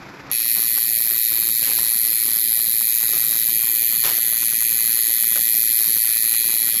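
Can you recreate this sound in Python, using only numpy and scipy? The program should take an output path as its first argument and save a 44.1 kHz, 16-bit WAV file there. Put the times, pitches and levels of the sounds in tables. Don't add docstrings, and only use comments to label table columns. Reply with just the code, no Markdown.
import sys
import numpy as np
from scipy import signal
from scipy.fft import rfft, irfft
from scipy.io import wavfile
from scipy.ndimage import uniform_filter1d

SR = 44100
rng = np.random.default_rng(int(sys.argv[2]) if len(sys.argv) > 2 else 0)


def transcribe(signal):
    frames = np.atleast_2d(signal).T
    limited = np.clip(frames, -1, 1)
    pcm = np.round(limited * 32767).astype(np.int16)
    wavfile.write(sys.argv[1], SR, pcm)


def natural_amplitude(level_db):
    exponent = np.asarray(level_db, float) / 20
    return 10 ** exponent


N = 299880

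# time in seconds, rate in strokes per second.
SPEED = [(.3147, 114.74), (.778, 114.73), (.977, 113.92), (1.47, 113.4), (1.825, 114.15), (2.408, 112.33),
         (2.586, 114.11), (2.888, 113.95), (3.7, 113.39), (3.742, 114.43), (4.403, 115.07), (4.579, 113.43),
         (4.695, 114.5), (5.441, 114.31), (5.493, 113.16), (6.209, 112.8), (6.427, 114.39), (6.8, 112.86)]
# start in seconds, level in dB, rise in ms, decay in ms.
RUSTLES = [(.23, -72, 1, 63), (0.299, -35.5, 0.67, 17), (0.77, -24, 1.2, 5.1), (.778, -31, 1, 16),
           (1.621, -26.5, 17, 92), (1.7, -38, 21, 110), (1.786, -23, 1, 5.8), (3.127, -30.5, 1.3, 40),
           (4.038, -22.5, 3.8, 86), (5.358, -20.5, 1, 6.1), (5.371, -27.5, 1.1, 10)]


def rms_one(x):
    return x / np.sqrt(np.mean(x ** 2) + 1e-20)


def in_time(rows):
    s, *columns = np.transpose(rows)
    return [np.interp(np.arange(N) / SR, s, column) for column in columns]


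def coloured(x, spectrum, peaks=()):
    hz = np.maximum(np.fft.rfftfreq(N, 1 / SR), 1)
    corner_hz, corner_db = np.transpose(spectrum)
    gain = natural_amplitude(np.interp(np.log(hz), np.log(corner_hz), corner_db))
    lift = 1 + sum(natural_amplitude(db) / (1 + (2 * (hz - f) / width) ** 2) for f, width, db in peaks)
    return rms_one(irfft(rfft(x) * gain * lift, N))


def wander(count, steps):
    return rms_one(uniform_filter1d(rng.standard_normal(count), max(1, round(steps))))


def since_start(fade_s):
    return np.exp(-np.maximum(np.arange(N) / SR - SPEED[0][0], 0) / fade_s)


def room_tone():
    # frequency in Hz, density in dB per Hz.
    hum = [(18, -19), (40, -6.5), (70, -11), (130, -8.5), (280, -8.5), (450, -6.5), (1300, -5),
           (2500, -9.5), (2800, -19.5), (5000, -19), (7700, -31), (8000, -62), (11000, -32), (12900, -32),
           (13300, -69)]
    # frequency in Hz, width in Hz, lift in dB.
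    fan = [(136, 26, 9), (204, 24, 7), (278, 16, 8), (340, 40, 5)]
    duck, settle = since_start(.28), since_start(.6)
    level_db = -38.5 - 3 * (1 - duck)
    level_db = level_db - 7.5 * (settle - duck)
    lumps_db = 1.8 * wander(N, steps=900)
    return natural_amplitude(level_db + lumps_db) * coloured(rng.standard_normal(N), hum, fan)


def rustles():
    # frequency in Hz, density in dB per Hz.
    crinkle = [(200, -13), (320, -1), (1000, 1.5), (2300, 2), (4200, -1), (7000, -2.5), (8500, -9.5)]
    t, swell = np.arange(N) / SR, np.zeros(N)
    for s, db, rise_ms, decay_ms in RUSTLES:
        since_ms = np.maximum(t - s, 0) * 1000
        swell += natural_amplitude(db) * (1 - np.exp(-since_ms / rise_ms)) * np.exp(-since_ms / decay_ms)
    grains = rng.standard_normal(N) * natural_amplitude(1.2 * wander(N, steps=35))
    return swell * coloured(grains, crinkle)


def strokes(jitter_ms):
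    speed, = in_time(SPEED)
    running = np.arange(N) >= SPEED[0][0] * SR
    turns = np.cumsum(speed * running) / SR
    at = np.interp(np.arange(int(turns[-1]) + 1) + 1e-9, turns, np.arange(N))
    return at - 5 + jitter_ms * SR / 1000 * rng.standard_normal(len(at))


def rattle(slaps, fade_ms, steady):
    # frequency in Hz, density in dB per Hz.
    scrape = [(1200, -27), (2100, -13), (2850, -22), (4250, -11), (5500, -16), (7600, -12), (7950, -25),
              (8700, -22), (10350, -8), (10800, -1), (12500, -2), (13200, -14), (14400, -8), (15800, -20)]
    kicks = np.zeros(N)
    kicks[np.clip(slaps.astype(int), 0, N - 1)] = 1
    shake = signal.lfilter([1], [1, -np.exp(-1000 / (fade_ms * SR))], kicks)
    running = np.arange(N) > slaps[0]
    return rms_one(coloured(rng.standard_normal(N), scrape) * (steady + shake) * running)


def struck(modes, slaps, shifts, rise_ms, loose_db, loose_rad, slack_ms, creep_db, spring_ms):
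    rebound_ms = 1.1
    out, count = np.zeros(N), len(slaps)
    slack = slack_ms * rng.standard_normal((count, 3)) * [0, 1, 2]
    late_ms = [0, rebound_ms, spring_ms] + slack
    at = np.clip(slaps[:, None] + late_ms * SR / 1000, 0, N - 1)
    whole = at.astype(int)
    for hz, t60_ms, side, *contact_db in modes:
        w = 2 * np.pi * hz / SR
        fast = rng.standard_normal((2, count, 3))
        creep = wander(count, steps=60)[:, None]
        db = contact_db + loose_db * fast[0] + creep_db * creep
        db += sum(shift_db[whole] for low, high, shift_db in shifts if low < hz < high)
        phase = loose_rad * fast[1] - w * (at - whole)
        clicks = np.full(N, 1e-18, complex)
        np.add.at(clicks, whole, side * natural_amplitude(db) * np.exp(1j * phase))
        ring = natural_amplitude(-6e4 / (t60_ms * SR))
        soft = np.exp(-1000 / (rise_ms * SR))
        turning = np.exp(1j * w)
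        pushed = signal.lfilter([1 - soft], [1, -soft * turning], clicks)
        out += signal.lfilter([1], [1, -ring * turning], pushed).imag
    return rms_one(out)


def shaded(x, cup):
    open_dip_hz, cupped_dip_hz, width_hz, depth = 6300, 5500, 500, .6
    for hz, share in (open_dip_hz, -cup), (cupped_dip_hz, cup):
        band = signal.lfilter(*signal.iirpeak(hz, hz / width_hz, SR), x)
        x = x - np.clip(depth * share, 0, 1) * band
    return x


def machine():
    # time in seconds, blow in dB, turn of the grip from -1 (frame ring near
    # 4 kHz and highest bar modes forward) to +1 (lower bar modes and rest of frame).
    effort = [
        (.31, -18, 0.76),
        (.5, -14, 0.21),
        (1.4, -13.5, -0.6),
        (1.9, -14, 1),
        (2.2, -14, 0.71),
        (3.9, -13, -0.57),
        (4.4, -14, 0.52),
        (5.95, -12.5, 0.48),
        (6.1, -13.5, 0.86),
        (6.8, -14, 0.57),
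    ]
    # time in seconds, closure from -1 (open) to +1 (cupped).
    fingers = [(.31, -0.052), (.75, 0.0015), (2.2, -0.16), (2.5, -0.23), (3.0, 0.18), (3.3, 0.062),
               (3.7, 0.77), (4.3, 0.7), (4.9, 0.48), (5.4, 0.43), (5.7, -0.12), (6.1, 0.21), (6.4, 0.38),
               (6.8, -0.38)]
    # frequency in Hz, t60 in ms, side facing the microphone (+-1),
    # then slap, rebound and spring contact in dB.
    bar_modes = [(10790, 14, -1, -15, -36, -27), (11375, 11.5, 1, -17, -36, -30),
                 (11850, 12, 1, -21, -38, -36), (12300, 4, 1, -6.5, -30, -24),
                 (12650, 9, -1, -19.5, -34, -32), (13100, 9, -1, -30, -38, -36),
                 (13900, 4.5, -1, -20, -32, -30), (14400, 9, 1, -24, -36, -35),
                 (15080, 5, -1, -29, -36, -38)]
    # frequency in Hz, t60 in ms, side facing the microphone (+-1),
    # then slap, rebound and spring contact in dB.
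    frame_modes = [(1945, 26, 1, -17, -11.5, -26), (2065, 30, 1, -17, -12, -26),
                   (2280, 26, 1, -16, -11, -26), (2390, 30, 1, -9.5, -4, -24), (2510, 28, 1, -18, -14, -26),
                   (3090, 12, 1, -17, -30, -25), (3200, 14, 1, -13, -28, -21), (3340, 12, 1, -8, -24, -15),
                   (3450, 12, 1, -12, -26, -20), (3890, 32, 1, -15, -8.5, -11),
                   (4085, 26, 1, -13, -3.5, -6.5), (4220, 22, 1, -15, -7, -10), (4310, 22, 1, -14, -7, -9),
                   (4450, 20, 1, -20, -14, -16), (4790, 20, 1, -17, -13, -15),
                   (5550, 18, -1, -18, -16, -21), (6120, 22, 1, -18, -15, -21),
                   (6610, 22, -1, -16, -13, -19), (6860, 20, 1, -20, -17, -23),
                   (7500, 18, 1, -15, -13, -20), (8270, 14, -1, -26, -26, -32), (9400, 6, 1, -15, -20, -22)]
    blow_db, turn = in_time(effort)
    cup, = in_time(fingers)
    free = since_start(.11)
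    slaps = strokes(jitter_ms=.025)

    pair_db = 3 * turn + 4 * free + .19
    top_db = -3 * turn + .5
    knock_db = np.full(N, -.5)
    whine_db = -3 * turn - 3.8 * cup + .17
    loose_knock_db = 11 * since_start(.22)
    tilt_db = 4 * since_start(.13)
    frame_db = -18 + 2.64 * turn + 6 * free
    # band from Hz, to Hz, shift in dB over time.
    shifts = [(10500, 11600, pair_db), (13500, 16000, top_db),
              (1800, 2600, knock_db), (2450, 2600, loose_knock_db),
              (3700, 4800, whine_db),
              (1800, 2150, -tilt_db), (4000, 4200, tilt_db), (4250, 4800, -tilt_db),
              (3000, 3600, 3 * cup), (6000, 7000, 7.5 * cup)]

    bar = struck(bar_modes, slaps, shifts, rise_ms=.09, loose_db=.55, loose_rad=.2,
                 slack_ms=.03, creep_db=.55, spring_ms=7.0)
    frame = struck(frame_modes, slaps, shifts, rise_ms=.25, loose_db=1.6, loose_rad=.13,
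                   slack_ms=.014, creep_db=2.6, spring_ms=6.4)
    bar = signal.sosfiltfilt(signal.butter(5, 10350, "high", fs=SR, output="sos"), bar)
    frame = signal.sosfiltfilt(signal.butter(4, 1680, "high", fs=SR, output="sos"), frame)
    valley_hz, valley_width_hz = 2767, 650
    valley = signal.lfilter(*signal.iirpeak(valley_hz, valley_hz / valley_width_hz, SR), frame)
    frame = frame - .5 * valley
    needle = natural_amplitude(-11) * rattle(slaps, fade_ms=1.5, steady=.42)
    return natural_amplitude(blow_db) * (natural_amplitude(-3.5) * bar + shaded(natural_amplitude(frame_db) * frame + needle, cup))


def room(x):
    t60_s = .3
    t = np.arange(SR // 2) / SR
    tail = rng.standard_normal(len(t)) * natural_amplitude(-60 * t / t60_s) * (t > .004)
    return signal.fftconvolve(x, tail / np.sqrt(np.sum(tail ** 2)))[:N]


def scene():
    near = machine() + rustles()
    return (near + natural_amplitude(-14) * room(near) + room_tone())[None]


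def thinned(x, size, hold, mood_db, shift_db):
    # frequency in Hz, level in dB.
    threshold = [(30, -19), (300, -15.5), (500, -12), (1500, -13), (2000, -22), (2850, -16), (4000, -22),
                 (5800, -14.5), (7500, -21), (8300, -16), (10000, -18), (10600, -22), (15500, -17)]
    window = np.sin(np.pi * (np.arange(size) + .5) / size)
    hz, _, lines = signal.stft(x, SR, window, size, size // 2)
    bright_power = np.mean(np.abs(lines[hz > 9000]) ** 2, axis=0)
    buzz = np.sqrt(uniform_filter1d(bright_power, size=4096 // size + 1))
    mood = np.clip(rng.standard_normal((30, len(buzz))), -2, .9)
    mood = np.repeat(mood, hold, axis=1)[(hz // 800).astype(int), :len(buzz)]
    corner_hz, corner_db = np.transpose(threshold)
    bar_db = np.interp(np.log(hz + 1), np.log(corner_hz), corner_db)
    kept = np.abs(lines) > buzz * natural_amplitude(bar_db[:, None] + shift_db + mood_db * mood)
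    return signal.istft(lines * kept, SR, window, size, size // 2)[1][:N]


def band_limit(x):
    return signal.sosfilt(signal.butter(12, 15970, fs=SR, output="sos"), x)


def record(dry):
    rounded = np.tanh(dry[0] / 1.1) * 1.1
    long = thinned(rounded, size=2048, hold=1, mood_db=3.5, shift_db=3.5)
    short = thinned(rounded, size=256, hold=3, mood_db=6., shift_db=-.3)
    chosen = np.repeat(rng.random(N // 1024 + 1) < .62, 1024)[:N]
    for s, _, _, decay_ms in RUSTLES:
        chosen[int(s * SR) - 512:int(s * SR) + 1024] |= decay_ms < 30
    blend = uniform_filter1d(chosen * 1., size=128)
    top = signal.ellip(12, .5, 60, 15830, fs=SR, output="sos")
    mix = signal.sosfilt(top, blend * short + (1 - blend) * long)
    return band_limit(mix[None])


dry = scene()
out = record(dry)
transcribe(out)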